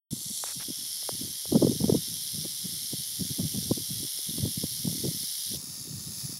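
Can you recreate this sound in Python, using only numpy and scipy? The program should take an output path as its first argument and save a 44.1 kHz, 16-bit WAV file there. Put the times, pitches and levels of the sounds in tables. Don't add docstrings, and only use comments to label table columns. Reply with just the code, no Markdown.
import sys
import numpy as np
from scipy import signal
from scipy.fft import rfft, irfft, next_fast_len
from scipy.io import wavfile
from scipy.ndimage import uniform_filter1d, map_coordinates

SR = 44100
rng = np.random.default_rng(int(sys.argv[2]) if len(sys.argv) > 2 else 0)


def store_wav(level_fs):
    pcm = np.round(np.clip(np.atleast_2d(level_fs), -1, 1) * 32767)
    wavfile.write(sys.argv[1], SR, pcm.T.astype(np.int16))


N = 282019
START_S = 0.1066


def amp(db):
    return 10 ** (np.asarray(db) / 20)


def unit(x):
    return x / np.sqrt(np.mean(x ** 2) + 1e-20)


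def clock():
    return np.arange(N) / SR


def noise():
    return rng.standard_normal(N)


def curves(rows):
    times, *columns = np.transpose(rows)
    return [np.interp(clock(), times, column) for column in columns]


def wobble(rate):
    knots = rng.standard_normal(int(N * rate / SR) + 4)
    return map_coordinates(knots, [np.arange(N) * rate / SR])


def coloured(x, points, narrow=()):
    size = 4096
    hz = np.fft.rfftfreq(size, 1 / SR)
    point_hz, point_db = np.transpose(points)
    gain_db = np.interp(np.log(hz + 1), np.log(point_hz + 1), point_db)
    for centre_hz, width_hz, bump_db in narrow:
        gain_db += bump_db * np.exp(-((hz - centre_hz) / width_hz) ** 2)
    cepstrum = irfft(np.log(np.maximum(amp(gain_db), 1e-4)))
    cepstrum[1:size // 2] *= 2
    cepstrum[size // 2 + 1:] = 0
    impulse = irfft(np.exp(rfft(cepstrum)))
    return signal.fftconvolve(x, impulse)[:len(x)]


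def click_shower(at, db):
    settle_s, clicks_per_s = .0021, 26000
    blows = np.bincount(at, amp(db), N)[:N]
    force = signal.lfilter([1], [1, -np.exp(-1 / (settle_s * SR))], blows)
    force += amp(-6)
    clicks = (rng.random(N) < clicks_per_s / SR) * rng.uniform(-1, 1, N)
    return unit(uniform_filter1d(force, size=45) * clicks)


def patchy(x, depth_db):
    spectrum = signal.stft(x, nperseg=512)[2]
    field = uniform_filter1d(rng.standard_normal(spectrum.shape), size=2, axis=0)
    field = uniform_filter1d(field, size=50, axis=1)
    return signal.istft(spectrum * amp(depth_db * unit(field)), nperseg=512)[1][:N]


# (t/s, rate/swings a second, level/dB)
TAIL_SWING = [(0.11, 75.9, -39.5), (0.39, 75.9, -34.5), (0.58, 75.9, -37), (1.16, 75.9, -35),
              (1.3, 73.8, -36), (2.1, 73.8, -35), (3.61, 74.0, -35), (3.73, 73.0, -35), (5.56, 73.0, -34),
              (5.58, 71, -40), (5.74, 71.0, -38.5), (5.88, 71.0, -40.5), (6.14, 70.9, -38.5),
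              (6.21, 110, -38.5), (6.39, 48, -38.5)]
# (share of the swing, wide segments level/dB, middle level/dB, narrow level/dB)
SWING_STRIKES = [(0, .5, -5, -13), (.26, -5, -1.5, 0), (.49, 3.5, 1.5, 3.5), (.73, -6, -.5, -4)]
# (from f/Hz, to f/Hz, lag/swings)
SEGMENT_BANDS = [(0, 7900, 0), (7900, 12000, .08), (12000, 22050, .1)]
# (t/s, level/dB)
TOP_LEVEL = [(0.11, 2.5), (0.7, -3.5), (2, -1.5), (5.55, 0), (5.6, -2.5), (6.39, -2.5)]
# (f/Hz, level/dB)
FIRST_COLOUR = [(760, -107), (1300, -48), (2040, -19.5), (2560, -28.5), (3250, -6.5), (4220, -3),
                (5040, -6), (5770, -5.5), (9620, -5.5), (11500, -1.5), (12600, -16.5), (14600, -11),
                (15700, -24)]
SECOND_COLOUR = [(760, -53.5), (1300, -30), (1500, -26), (2140, -17), (2530, -26), (3250, -3), (4590, -4.5),
                 (5480, 1.5), (6960, -11), (7890, -14), (9420, -1.5), (11000, 0), (12100, -9),
                 (13200, -4.5), (15700, -17)]
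THIRD_COLOUR = [(760, -26.5), (1300, -22.5), (1800, -32), (2040, -23.5), (2350, -21.5), (3220, -16.5),
                (4270, -11), (4540, -5.5), (5890, 0.5), (6470, -6.5), (7810, -10.5), (8490, -15),
                (10200, -2.5), (11400, -9.5), (15700, -13)]
# (f/Hz, width f/Hz, level/dB)
COLOUR_DETAIL = [
    [(5500, 340, 5), (6200, 140, 7), (7300, 140, 7), (9600, 440, 7), (10200, 200, 1.5)],
    [(3730, 260, -0.5), (5610, 27.4, -11), (7400, 62, -3), (7415, 120, 7.5), (7860, 170, -1.5),
     (9980, 310, -3), (10950, 100, 0.5)],
    [(1814, 71, 15.5), (3040, 430, -4.5), (3680, 230, 4), (5850, 340, -9.5), (6300, 100, 1.5),
     (8260, 160, -10), (14000, 120, -6)],
]
# (start t/s, end t/s)
COLOUR_CHANGES = [(0.5, 0.59), (5.565, 5.569)]


def rattle():
    swings_per_s, level_db = curves(TAIL_SWING)
    turn = np.cumsum(swings_per_s * (1 + .003 * wobble(12))) / SR
    share, *strength_db = np.transpose(SWING_STRIKES)
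    when = np.arange(int(turn[-1]))[:, None] + share
    when = when + .02 * rng.standard_normal(when.shape)
    shared_scatter_db = .9 * rng.standard_normal(when.shape)
    hz = np.fft.rfftfreq(N, 1 / SR)
    bands = []
    for (low_hz, high_hz, lag), db in zip(SEGMENT_BANDS, strength_db):
        at = np.interp(when + lag, turn, np.arange(N)).astype(int).ravel()
        own_scatter_db = 0.6 * rng.standard_normal(when.shape)
        clicks = click_shower(at, (db + shared_scatter_db + own_scatter_db).ravel())
        in_band = (hz >= low_hz) & (hz < high_hz)
        bands.append(irfft(rfft(clicks) * in_band, N))
    wide, middle, narrow = bands
    clatter = wide + middle + amp(curves(TOP_LEVEL)[0]) * narrow
    colours = (FIRST_COLOUR, SECOND_COLOUR, THIRD_COLOUR)
    first, second, third = (unit(coloured(clatter, c, d)) for c, d in zip(colours, COLOUR_DETAIL))
    to_second, to_third = (np.interp(clock(), move, [0, 1]) for move in COLOUR_CHANGES)
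    heard = (1 - to_second) * first + (to_second - to_third) * second + to_third * third
    return amp(level_db) * patchy(heard, depth_db=1.25)


# (start t/s, end t/s, typical puff level/dB)
PUFF_GUSTS = [(.15, .22, -44), (.26, 0.329, -36), (0.545, .66, -44.5), (.77, .86, -46),
              (1.118, 1.318, -41.5), (1.515, 1.737, -25), (1.73, 1.78, -36), (1.793, 1.987, -24.5),
              (2.047, 2.198, -45), (2.324, 2.463, -42.5), (2.64, 2.775, -42.5), (2.91, 3.023, -46),
              (3.198, 3.335, -35), (3.378, 3.496, -33), (3.532, 3.7, -31.5), (3.75, 3.83, -38.5),
              (3.879, 4.079, -34.5), (4.3, 4.511, -33), (4.57, 4.65, -54), (4.85, 5.17, -32),
              (5.19, 5.24, -40), (5.508, 5.58, -33), (5.593, 5.84, -45), (5.84, 6.02, -41.5),
              (6.292, 6.36, -36)]
PUFFS_PER_S = 45
GUST_EDGE_S, SIZE_SCATTER_DB = 0.0067, 2
SMALL_EDGE_DB, EDGE_SCATTER_DB = -26, 5
SMALL_LENGTH_S, LENGTH_SCATTER = 0.0065, 0.27


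def small_puffs():
    count = int((N / SR - START_S) * PUFFS_PER_S)
    s = START_S + (np.arange(count) + rng.random(count)) / PUFFS_PER_S
    size, edge, length = rng.standard_normal((count, 3)).T
    start, end, db = np.transpose(PUFF_GUSTS)[:, :, None]
    inside = np.clip(np.minimum(s - start, end - s) / GUST_EDGE_S + .5, 0, 1)
    gain = (amp(db) * inside).sum(axis=0) * amp(SIZE_SCATTER_DB * size)
    peak_db = 20 * np.log10(gain + 1e-9)
    edge_db = SMALL_EDGE_DB + EDGE_SCATTER_DB * edge
    length_s = SMALL_LENGTH_S * np.exp(LENGTH_SCATTER * length)
    return np.transpose([s, peak_db, edge_db, length_s])[gain > 0]


# (t/s, level/dB)
BREEZE_LEVEL = [(0.11, -56), (0.3, -62), (1.49, -63), (1.75, -62), (2.07, -52.5), (3.0, -59), (3.61, -47.5),
                (4.29, -67), (4.41, -46.5), (5.09, -56.5), (5.3, -62.5), (5.64, -51.5), (6.39, -52)]
# (peak t/s, level/dB, sharp edge level/dB, length t/s)
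STRONG_PUFFS = [(0.131, -24, -32, 0.015), (0.573, -36, -27.5, 0.021), (0.687, -30.5, -24.5, 0.0048),
                (0.706, -30.5, -21.5, 0.012), (1.215, -28, -30.5, 0.0074), (1.235, -35, -20.5, 0.021),
                (1.528, -21, -16, 0.014), (1.56, -11.5, -15, 0.024), (1.63, -13.5, -12, 0.02),
                (1.649, -10, -19, 0.0037), (1.673, -19.5, -9.5, 0.009), (1.698, -14.5, -30, 0.0073),
                (1.717, -20.5, -23.5, 0.0066), (1.765, -25.5, -30, 0.0076), (1.813, -19, -22.5, 0.014),
                (1.844, -12.5, -14.5, 0.008), (1.884, -23, -10, 0.0062), (1.9, -15.5, -11, 0.01),
                (1.925, -10.5, -22.5, 0.0063), (1.953, -16.5, -17.5, 0.013), (2.085, -40, -21.5, 0.01),
                (2.35, -29.5, -29, 0.0089), (2.388, -28.5, -33.5, 0.0078), (2.456, -34.5, -12.5, 0.018),
                (2.655, -29.5, -25, 0.013), (2.938, -28.5, -21.5, 0.015), (3.21, -32.5, -26, 0.01),
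                (3.402, -22, -20.5, 0.022), (3.466, -25, -34, 0.013), (3.554, -29.5, -21, 0.021),
                (3.587, -24.5, -26.5, 0.011), (3.716, -12.5, -14, 0.0086), (3.776, -28.5, -18.5, 0.0091),
                (4.295, -29.5, -29.5, 0.012), (4.384, -20.5, -17.5, 0.0032), (4.434, -20, -31, 0.015),
                (4.458, -24, -17, 0.0094), (4.479, -22.5, -21.5, 0.0054), (4.578, -21, -34, 0.0058),
                (4.639, -19.5, -20, 0.0081), (4.854, -24, -25.5, 0.013), (4.877, -17.5, -20, 0.0085),
                (4.929, -28.5, -19.5, 0.007), (5.053, -25, -18, 0.027), (5.086, -23.5, -19.5, 0.0086),
                (5.553, -29, -25.5, 0.0071), (5.949, -35, -30, 0.031), (6.248, -31, -35.5, 0.013),
                (6.303, -34, -30, 0.007)]
# (f/Hz, level/dB)
RUMBLE_COLOUR = [(15, -63), (25, -40.5), (94, -4.5), (151, -1), (271, -14), (383, -21.5), (432, -26),
                 (900, -47), (1170, -65), (1980, -120)]
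# (f/Hz, level/dB)
EDGE_COLOUR = [(200, -25.5), (400, 5), (500, 3), (800, -11), (1200, -22), (1800, -39), (3000, -68)]
EDGE_LEAD, EDGE_RISE, EDGE_FALL = 0.23, 0.33, 0.55
EDGE_LIFT_DB = 2.5
WAKE_DB, WAKE_RISE_S, WAKE_FALL_S = -16.5, 0.0078, 0.011


def wind():
    lumps = amp(5.0 * wobble(25) + 2.45 * wobble(55))
    rumble = unit(lumps * coloured(noise(), RUMBLE_COLOUR))
    rough = unit(coloured(noise(), EDGE_COLOUR))
    pitch_wander = np.exp(0.3474 * wobble(170))
    now = clock()
    buffets, wake = np.zeros(N), np.zeros(N)
    for s, db, edge_db, length in np.vstack([small_puffs(), STRONG_PUFFS]):
        near = slice(round((s - .05) * SR), round((s + 0.15) * SR))
        t = now[near] - s
        swell = 1 / np.cosh(t / np.where(t < 0, 0.33 * length, 0.32 * length))
        pitch_hz = 165 * np.exp(.025 * (edge_db + 30) - 12 * t) * pitch_wander[near]
        swing = np.sin(2 * np.pi * (rng.random() + np.cumsum(pitch_hz) / SR))
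        ahead = t / length + EDGE_LEAD
        edge_swell = np.exp(-(ahead / np.where(ahead < 0, EDGE_RISE, EDGE_FALL)) ** 2)
        edge = amp(edge_db + EDGE_LIFT_DB) * edge_swell * rough[near]
        buffets[near] += amp(db) * (swell * swing + edge)
        wake[near] += amp(db + WAKE_DB) / np.cosh(t / np.where(t < 0, WAKE_RISE_S, WAKE_FALL_S))
    bass_cut = signal.butter(3, 95, "high", fs=SR, output="sos")
    rumble_level = wake + amp(curves(BREEZE_LEVEL)[0])
    return signal.sosfilt(bass_cut, buffets) + rumble_level * rumble


# (t/s, level/dB, ringing f/Hz, starting f/Hz, length t/s)
CASE_KNOCKS = [(.438, -25, 367, 1680, 0.0028), (1.029, -40, 550, 800, 0.0022),
               (1.091, -22, 320, 1210, 0.0037), (1.455, -34.5, 353, 910, 0.0031),
               (4.19, -40.5, 282, 694, 0.0041)]


def knocks():
    out, t = np.zeros(N + SR), np.arange(SR // 20) / SR
    for s, db, hz, start_hz, length in CASE_KNOCKS:
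        pitch_hz = hz + (start_hz - hz) * np.exp(-t / 0.0013)
        ring = np.sin(2 * np.pi * np.cumsum(pitch_hz) / SR)
        attack = 1 - np.exp(-(start_hz * t / 0.3) ** 2)
        fade = np.exp(-(t / length) ** 2)
        out[round(s * SR):][:len(t)] += amp(db) * attack * fade * ring
    return out[:N]


# (start t/s, end t/s, level/dB)
FINGER_SLIDES = [(0.455, 0.525, -47.5), (0.601, 0.635, -45.5)]
# (f/Hz, level/dB)
SKIN_COLOUR = [(300, -9), (700, -6), (1500, -3.5), (2500, -5), (4000, -14.5)]


def rustles():
    now = clock()
    slide = sum(amp(db) * (now > start) * (now < end) for start, end, db in FINGER_SLIDES)
    grit = noise() * amp(3 * wobble(300))
    return uniform_filter1d(slide, size=700) * unit(coloured(grit, SKIN_COLOUR))


def scene():
    return (rattle() + wind() + knocks() + rustles())[None]


# (f/Hz, level/dB)
HISS_COLOUR = [(100, -19), (400, 1), (1000, 1.5), (2000, -5), (3500, 1.5), (8000, -25)]
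TOP_HZ = 15750


def record(dry):
    hiss = amp(-64) * unit(coloured(noise(), HISS_COLOUR))
    opened = np.clip((clock() - START_S) / .002, 0, 1)
    size = next_fast_len(N + SR)
    in_band = np.fft.rfftfreq(size, 1 / SR) < TOP_HZ
    return irfft(rfft((dry + hiss) * opened, size) * in_band, size)[:, :N]


dry = scene()
out = record(dry)
store_wav(out)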